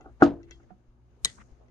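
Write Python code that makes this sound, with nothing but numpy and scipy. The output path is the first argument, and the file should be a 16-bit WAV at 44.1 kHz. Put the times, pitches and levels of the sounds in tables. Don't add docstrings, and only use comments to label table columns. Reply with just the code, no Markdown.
import sys
import numpy as np
from scipy import signal
from scipy.io import wavfile
from scipy.ndimage import uniform_filter1d, minimum_filter1d

SR = 44100
rng = np.random.default_rng(int(sys.argv[2]) if len(sys.argv) > 2 else 0)


def transcribe(signal):
    frames = np.atleast_2d(signal).T
    limited = np.clip(frames, -1, 1)
    pcm = np.round(limited * 32767).astype(np.int16)
    wavfile.write(sys.argv[1], SR, pcm)


def boost_factor(decibels):
    exponent = np.asarray(decibels, float) / 20
    return 10 ** exponent


N = 74970
TIME_S = np.arange(N) / SR

# (time [s], click level before low-pass [dB], contact low-pass [Hz])
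KNOCKS = [(0.2128, -29, 2094), (.2215, -2.16, 1732), (0.599, -56.5, 1810), (.706, -55.5, 1490)]
# (frequency [Hz], level [dB], t60 [s], left minus right [dB], direction [only the sign counts])
DESK_MODES = [(139, -17.5, 0.062, 5.5, -1), (189.2, -24.5, .25, 7.5, 2.5), (235.6, -20, 0.24, 4, -1),
              (285.3, -6, .22, 3, -1), (334, -5, 0.16, 1.5, 3), (338.6, -33.5, .8, -1, 1),
              (401, -2, 0.028, -1.5, -2.5), (453, -24.5, 0.31, 2.5, -1), (540.8, -17.5, .13, -2, -1),
              (626.5, -19, .2, -7.5, -1), (666, -13.5, .1, -5.5, -1), (741, -9.5, 0.08, -4.5, -0.5),
              (805, -5, 0.017, 5.5, 1), (1127, -10, 0.033, 2.5, -1), (1268.4, -15, .1, -8, 1),
              (1406.3, -4, 0.037, 4, -1), (1603, -16, 0.036, -2, 1)]
# (time [s], click level before low-pass [dB], contact low-pass [Hz])
TICKS = [(.0095, -66, 12000), (0.4306, -63, 6500), (0.5094, -48.5, 12000), (0.516, -54, 5000),
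         (.632, -77.5, 8000), (1.683, -74.5, 6000)]
# (time [s], level [dB], length [s])
SNAPS = [(1.2470, -14.5, 0.0023), (1.25, -44.5, 0.0016), (1.2535, -21, 0.0031), (1.255, -28, 0.0013),
         (1.2582, -31.5, 0.0014), (1.2602, -41.5, 0.0069)]


def rms_one(x):
    return x / np.sqrt(np.mean(x ** 2) + 1e-20)


def in_time(rows):
    s, value = np.transpose(rows)
    return np.interp(TIME_S, s, value)


def at_hz(rows, hz):
    row_hz, value = np.transpose(rows)
    return np.interp(np.log(hz), np.log(np.maximum(row_hz, 1)), value)


def left_right(pan_db):
    return boost_factor(np.array([[.5], [-.5]]) * pan_db)


def band_pass(x, order, low_hz, high_hz):
    sos = signal.butter(order, [low_hz, high_hz], "band", fs=SR, output="sos")
    return signal.sosfilt(sos, x)


def soften(force, hz):
    return signal.sosfilt(signal.butter(7, min(hz, .45 * SR), fs=SR, output="sos"), force)


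def click(s, db):
    out = np.zeros(N)
    out[int(s * SR)] = boost_factor(db)
    return out


def soft_clicks(rows):
    return np.array([soften(click(s, db) + 1e-18, hz) for s, db, hz in rows])


def burst(s, db, length_s):
    hump = np.sin(np.pi * np.clip((TIME_S - s) / length_s, 0, 1)) ** 2
    unit_energy = np.sqrt(length_s * SR * 3 / 8)
    return boost_factor(db) * hump * rng.standard_normal(N) / unit_energy


def drift(rate_hz):
    pole = np.exp(-2 * np.pi * rate_hz * 40 / SR)
    white = rng.standard_normal(N // 40 + 2002)
    slow = signal.lfilter([1], [1, -2 * pole, pole * pole], white)[2000:]
    return np.interp(np.arange(N) / 40, np.arange(len(slow)), rms_one(slow))


def ring(force, hz, t60_s):
    pole, w = boost_factor(-60 / (t60_s * SR)), 2 * np.pi * hz / SR
    return signal.lfilter([0, np.sin(w)], [1, -2 * pole * np.cos(w), pole * pole], force + 1e-18)


def body(forces, modes, spread_db):
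    right_lag_s = .00017
    strength = boost_factor(spread_db * rng.standard_normal((len(forces), len(modes), 2)))
    out = 0
    for k, (hz, db, t60_s, pan_db, *direction) in enumerate(modes):
        moved = ring(strength[:, k].T @ forces, hz, t60_s)
        speed = np.diff(moved, prepend=0) / (2 * np.sin(np.pi * hz / SR))
        sign = np.sign(direction[0]) if direction else (-1) ** k
        out = out + sign * boost_factor(db) * left_right(pan_db) * speed
    sample = np.arange(N)
    right = np.interp(sample - right_lag_s * SR, sample, out[1])
    return np.array([out[0], right])


def bands(spectrum, shape, alike=None):
    # (frequency [Hz], correlation)
    likeness = [(60, 0.71), (240, 1), (950, 0.1), (3770, -0.01), (15000, -0.24)]
    warm_up = 8000
    edges = 20 * 2 ** (np.arange(25) / 2.5)
    mids_hz = np.sqrt(edges[1:] * edges[:-1])
    gains = boost_factor(at_hz(spectrum, mids_hz))
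    gains = gains / np.sqrt(np.sum(gains ** 2 * np.diff(edges)) * 2 / SR)
    white = rng.standard_normal((2, 2, N + warm_up))
    out = 0
    for k, hz in enumerate(mids_hz):
        if gains[k] <= 3e-4 * gains.max():
            continue
        mid, side = band_pass(white[k % 2], 2, edges[k], edges[k + 1])[:, warm_up:]
        c = np.clip(at_hz(likeness, hz) if alike is None else alike, 0, 1)
        stereo = np.sqrt(1 + c) * mid + np.sqrt(1 - c) * side * [[1], [-1]]
        out = out + gains[k] * shape(hz) * stereo * np.sqrt(.5)
    return out


def tail(hits, spectrum, t60s, alike):
    rise_s, above_top_db, grain_db, pan_db = .003, -16, 2, 1

    def shape(hz):
        total = 0
        for s, db, hold_s, top_hz in hits:
            decay_db = -60 * np.maximum(TIME_S - s - hold_s, 0) / at_hz(t60s, hz)
            rise = np.clip((TIME_S - s) / rise_s, 0, 1)
            total = total + boost_factor(db + decay_db + above_top_db * (hz > top_hz)) * rise
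        return total

    return bands(spectrum, shape, alike) * boost_factor(grain_db * drift(120)) * left_right(pan_db)


def mains_hum():
    # (frequency [Hz], rms level before wavering [dB])
    lines = [(60, -65), (120, -67), (240, -73), (360, -80)]
    out = 0
    for hz, db in lines:
        sine = np.sin(2 * np.pi * (hz * TIME_S + rng.random()))
        out = out + boost_factor(db + 1.5 * drift(4)) * np.sqrt(2) * sine
    return out


def rumble():
    # (time [s], level before the lift, drift and pan [dB])
    course = [(0.0, -57.5), (0.364, -61.5), (0.482, -57.5), (0.666, -60), (0.904, -71.5), (1.296, -62.5),
              (1.43, -61), (1.7, -71.5)]
    # (frequency [Hz], relative density [dB per Hz])
    colour = [(20, -12), (35, -7.5), (55, 3.15), (90, -8), (140, -17.5), (200, -33.5), (260, -60.5)]
    lift_db = 1.5
    noise = bands(colour, lambda hz: boost_factor(3.0 * drift(6)), alike=.3)
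    return boost_factor(in_time(course) + lift_db) * noise * left_right(3)


def room_noise():
    # (frequency [Hz], relative density [dB per Hz])
    colour = [(80, -24.5), (110, -4), (160, -16), (250, -14), (400, -17.5), (700, -23.5), (1200, -26.5),
              (2000, -35), (4000, -41.5), (6500, -45), (7500, -53.5), (11000, -57.5), (13000, -66),
              (16000, -70.5)]
    # (time [s], gain [dB])
    swell = [(0, 5), (.4, 3), (.75, 1), (1.0, -1.2), (1.3, 7), (1.7, 2.5)]
    base_db = -69.5
    noise = bands(colour, lambda hz: boost_factor(1.5 * drift(8)))
    return boost_factor(base_db + in_time(swell)) * noise * left_right(3)


def noise_swells():
    # (centre [s], half length [s], peak rms before grain [dB], low edge [Hz], high edge [Hz])
    rows = [(0.215, 0.0078, -40.5, 110, 877), (0.41, .011, -70.5, 1150, 1650),
            (0.496, 0.015, -66, 1260, 2420), (0.614, .028, -76, 960, 2100), (0.648, 0.022, -64.5, 263, 567),
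            (0.71, 0.016, -68, 852, 1550), (1.383, 0.0093, -60.5, 820, 1440),
            (1.409, .010, -56, 1010, 2080), (1.395, .024, -82.5, 3250, 6700),
            (1.508, 0.017, -79, 2630, 6400), (1.516, 0.037, -70, 417, 750), (1.632, 0.035, -64, 410, 815)]
    grain_db = 2.5
    out = 0
    for s, half_s, db, low_hz, high_hz in rows:
        noise = rms_one(band_pass(rng.standard_normal((2, N)), 2, low_hz, high_hz))
        hump = np.exp(-.5 * ((TIME_S - s) / half_s) ** 2)
        out = out + boost_factor(db + grain_db * drift(60)) * hump * noise
    return out


def bumps():
    # (time [s], level [dB], frequency [Hz], t60 [s], left minus right [dB])
    rows = [(.202, -46.5, 72.8, 0.1, 2.5), (.705, -53, 732, 0.12, -20), (.713, -50, 192.5, 0.13, -18),
            (0.873, -49.5, 39.6, 0.2, 1), (1.233, -46, 56, 0.16, 18), (1.246, -40.5, 182.5, 0.059, 1.5),
            (1.391, -55.5, 210, 0.26, 11), (1.511, -45.5, 58.2, .11, 10.5)]
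    out = 0
    for s, db, hz, t60_s, pan_db in rows:
        push = np.hanning(int(SR / hz)) * 2 * hz / SR
        force = 2 * signal.lfilter(push, 1, click(s, db))
        out = out + ring(force, hz, t60_s) * left_right(pan_db)
    return out


def hiss_before_snap():
    # end [s], white noise level at the end, before band-pass [dB], rise time constant [s]
    hiss_row = (1.247, -58, .012)
    end_s, db, rise_s = hiss_row
    from_end_s = TIME_S - end_s
    hiss = band_pass(rng.standard_normal((2, N)), 1, 600, 11000)
    return boost_factor(db) * np.exp(np.minimum(from_end_s, 0) / rise_s) * (from_end_s < 0) * hiss


def latch_snap():
    # (frequency [Hz], level [dB], t60 [s], left minus right [dB])
    latch_modes = [(396, -20, 0.017, 8.5), (1160, -21, 0.011, -16), (1969, -25.5, 0.11, 6),
                   (3350, -29, 0.12, 2), (2300, -15.5, .006, 24), (3050, -10, 0.011, -13.5),
                   (3744, 3.5, 0.014, -2.8), (4137, -4, 0.014, 0.7), (4300, -39, 0.15, 11),
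                   (5000, -5.5, 0.0055, -4), (5510, -10.5, 0.011, 6), (6610, -5, 0.0051, 16.5),
                   (8100, -8.5, 0.0098, -1.5), (8500, -6.5, 0.0069, 15.5), (9500, -1.5, .005, 2),
                   (11000, -10, 0.0038, -10.5), (14800, -12.5, 0.0031, -8)]
    return body(np.array([burst(*row) for row in SNAPS]), latch_modes, spread_db=1.5)


def tool_ticks():
    # (frequency [Hz], level [dB], t60 [s], left minus right [dB])
    tool_modes = [(366, 1.5, 0.069, -4), (1517, -10.5, .03, 21), (2013, -1, 0.074, 16), (2220, -4, .04, 2),
                  (2680, -6.5, 0.074, 13.5), (3270, -5, .13, 4), (3300, -3, 0.026, 6),
                  (4170, -15, 0.065, 13), (4520, -15.5, 0.046, -10.5), (5380, -11.5, 0.022, 17),
                  (5930, -0.5, 0.016, 5.5), (6910, -8.5, 0.033, 9)]
    return body(soft_clicks(TICKS), tool_modes, spread_db=2.5)


def steel_tail():
    # (frequency [Hz], relative density [dB per Hz])
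    spectrum = [(300, -6.5), (1000, -17.5), (1930, -8), (2400, -35), (3060, -3.5), (4300, -10),
                (5500, -18.5), (6600, -22.5), (8500, -14), (11000, -41), (12500, -47)]
    # (frequency [Hz], t60 [s])
    t60s = [(500, 0.0877), (2000, 0.21), (4000, 0.13), (6500, 0.66), (9000, 0.11), (12000, 0.115)]
    hits = [(SNAPS[0][0], -45, .026, SR)]
    hits += [(s, db - 15.5, 0, 7200) for s, db, _ in TICKS]
    return tail(hits, spectrum, t60s, alike=0.13)


def desk_drag():
    # (time [s], level [dB])
    course = [(0, -47.5), (.02, -57), (.035, -55), (.06, -49.5), (.095, -55), (.12, -78), (.15, -83)]
    grains_per_s, contact_hz, longest_t60_s = 560, 1330, .06
    grains = (rng.random(N) < grains_per_s / SR) * rng.standard_normal(N)
    damped = [(hz, db, min(t60_s, longest_t60_s), pan_db, direction)
              for hz, db, t60_s, pan_db, direction in DESK_MODES]
    scrape = rms_one(body(soften(grains, contact_hz)[None], damped, spread_db=0))
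    return boost_factor(in_time(course)) * (TIME_S < course[-1][0]) * scrape


def desk_knocks():
    # (frequency [Hz], relative density [dB per Hz])
    spectrum = [(24, -25.5), (50, -15.5), (100, -11), (160, -21), (300, -11), (450, -16), (650, -11.5),
                (1000, -21), (1500, -21.5), (2000, -34), (4000, -33.5), (6900, -45), (7400, -55.5),
                (12000, -68), (14000, -95)]
    # (frequency [Hz], t60 [s])
    t60s = [(40, .7), (150, 0.41), (330, 0.46), (700, .25), (1500, 0.18), (3000, .18), (6000, 0.082),
            (12000, .15)]
    knocks = body(soft_clicks(KNOCKS), DESK_MODES, spread_db=1.0)
    hits = [(KNOCKS[1][0], -27.5, .025, SR)]
    return knocks + tail(hits, spectrum, t60s, alike=0.61)


def scene():
    background = mains_hum() + rumble() + room_noise()
    soft_layers = noise_swells() + bumps() + hiss_before_snap()
    steel = latch_snap() + tool_ticks() + steel_tail()
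    return background + soft_layers + steel + desk_drag() + desk_knocks()


def left_port(x):
    hz, width_hz, gain = 6530, 250, 2.2
    pole, w = np.exp(-np.pi * width_hz / SR), 2 * np.pi * hz / SR
    peak = (1 - pole * pole) / 2
    return x + gain * signal.lfilter([peak, 0, -peak], [1, -2 * pole * np.cos(w), pole * pole], x)


def limiter(x):
    peak, smooth_s = .98, .004
    span = int(smooth_s * SR)
    need = np.minimum(1, peak / (np.abs(x).max(axis=0) + 1e-9))
    return x * uniform_filter1d(minimum_filter1d(need, size=2 * span), size=span)


def low_pass(x):
    return signal.sosfilt(signal.butter(12, 16330, fs=SR, output="sos"), x)


def record(dry):
    roll_off = signal.butter(8, 12000, fs=SR, output="sos")
    mic = signal.sosfilt(roll_off, [left_port(dry[0]), dry[1]])
    mix = limiter(mic)
    return low_pass(mix)


dry = scene()
out = record(dry)
transcribe(out)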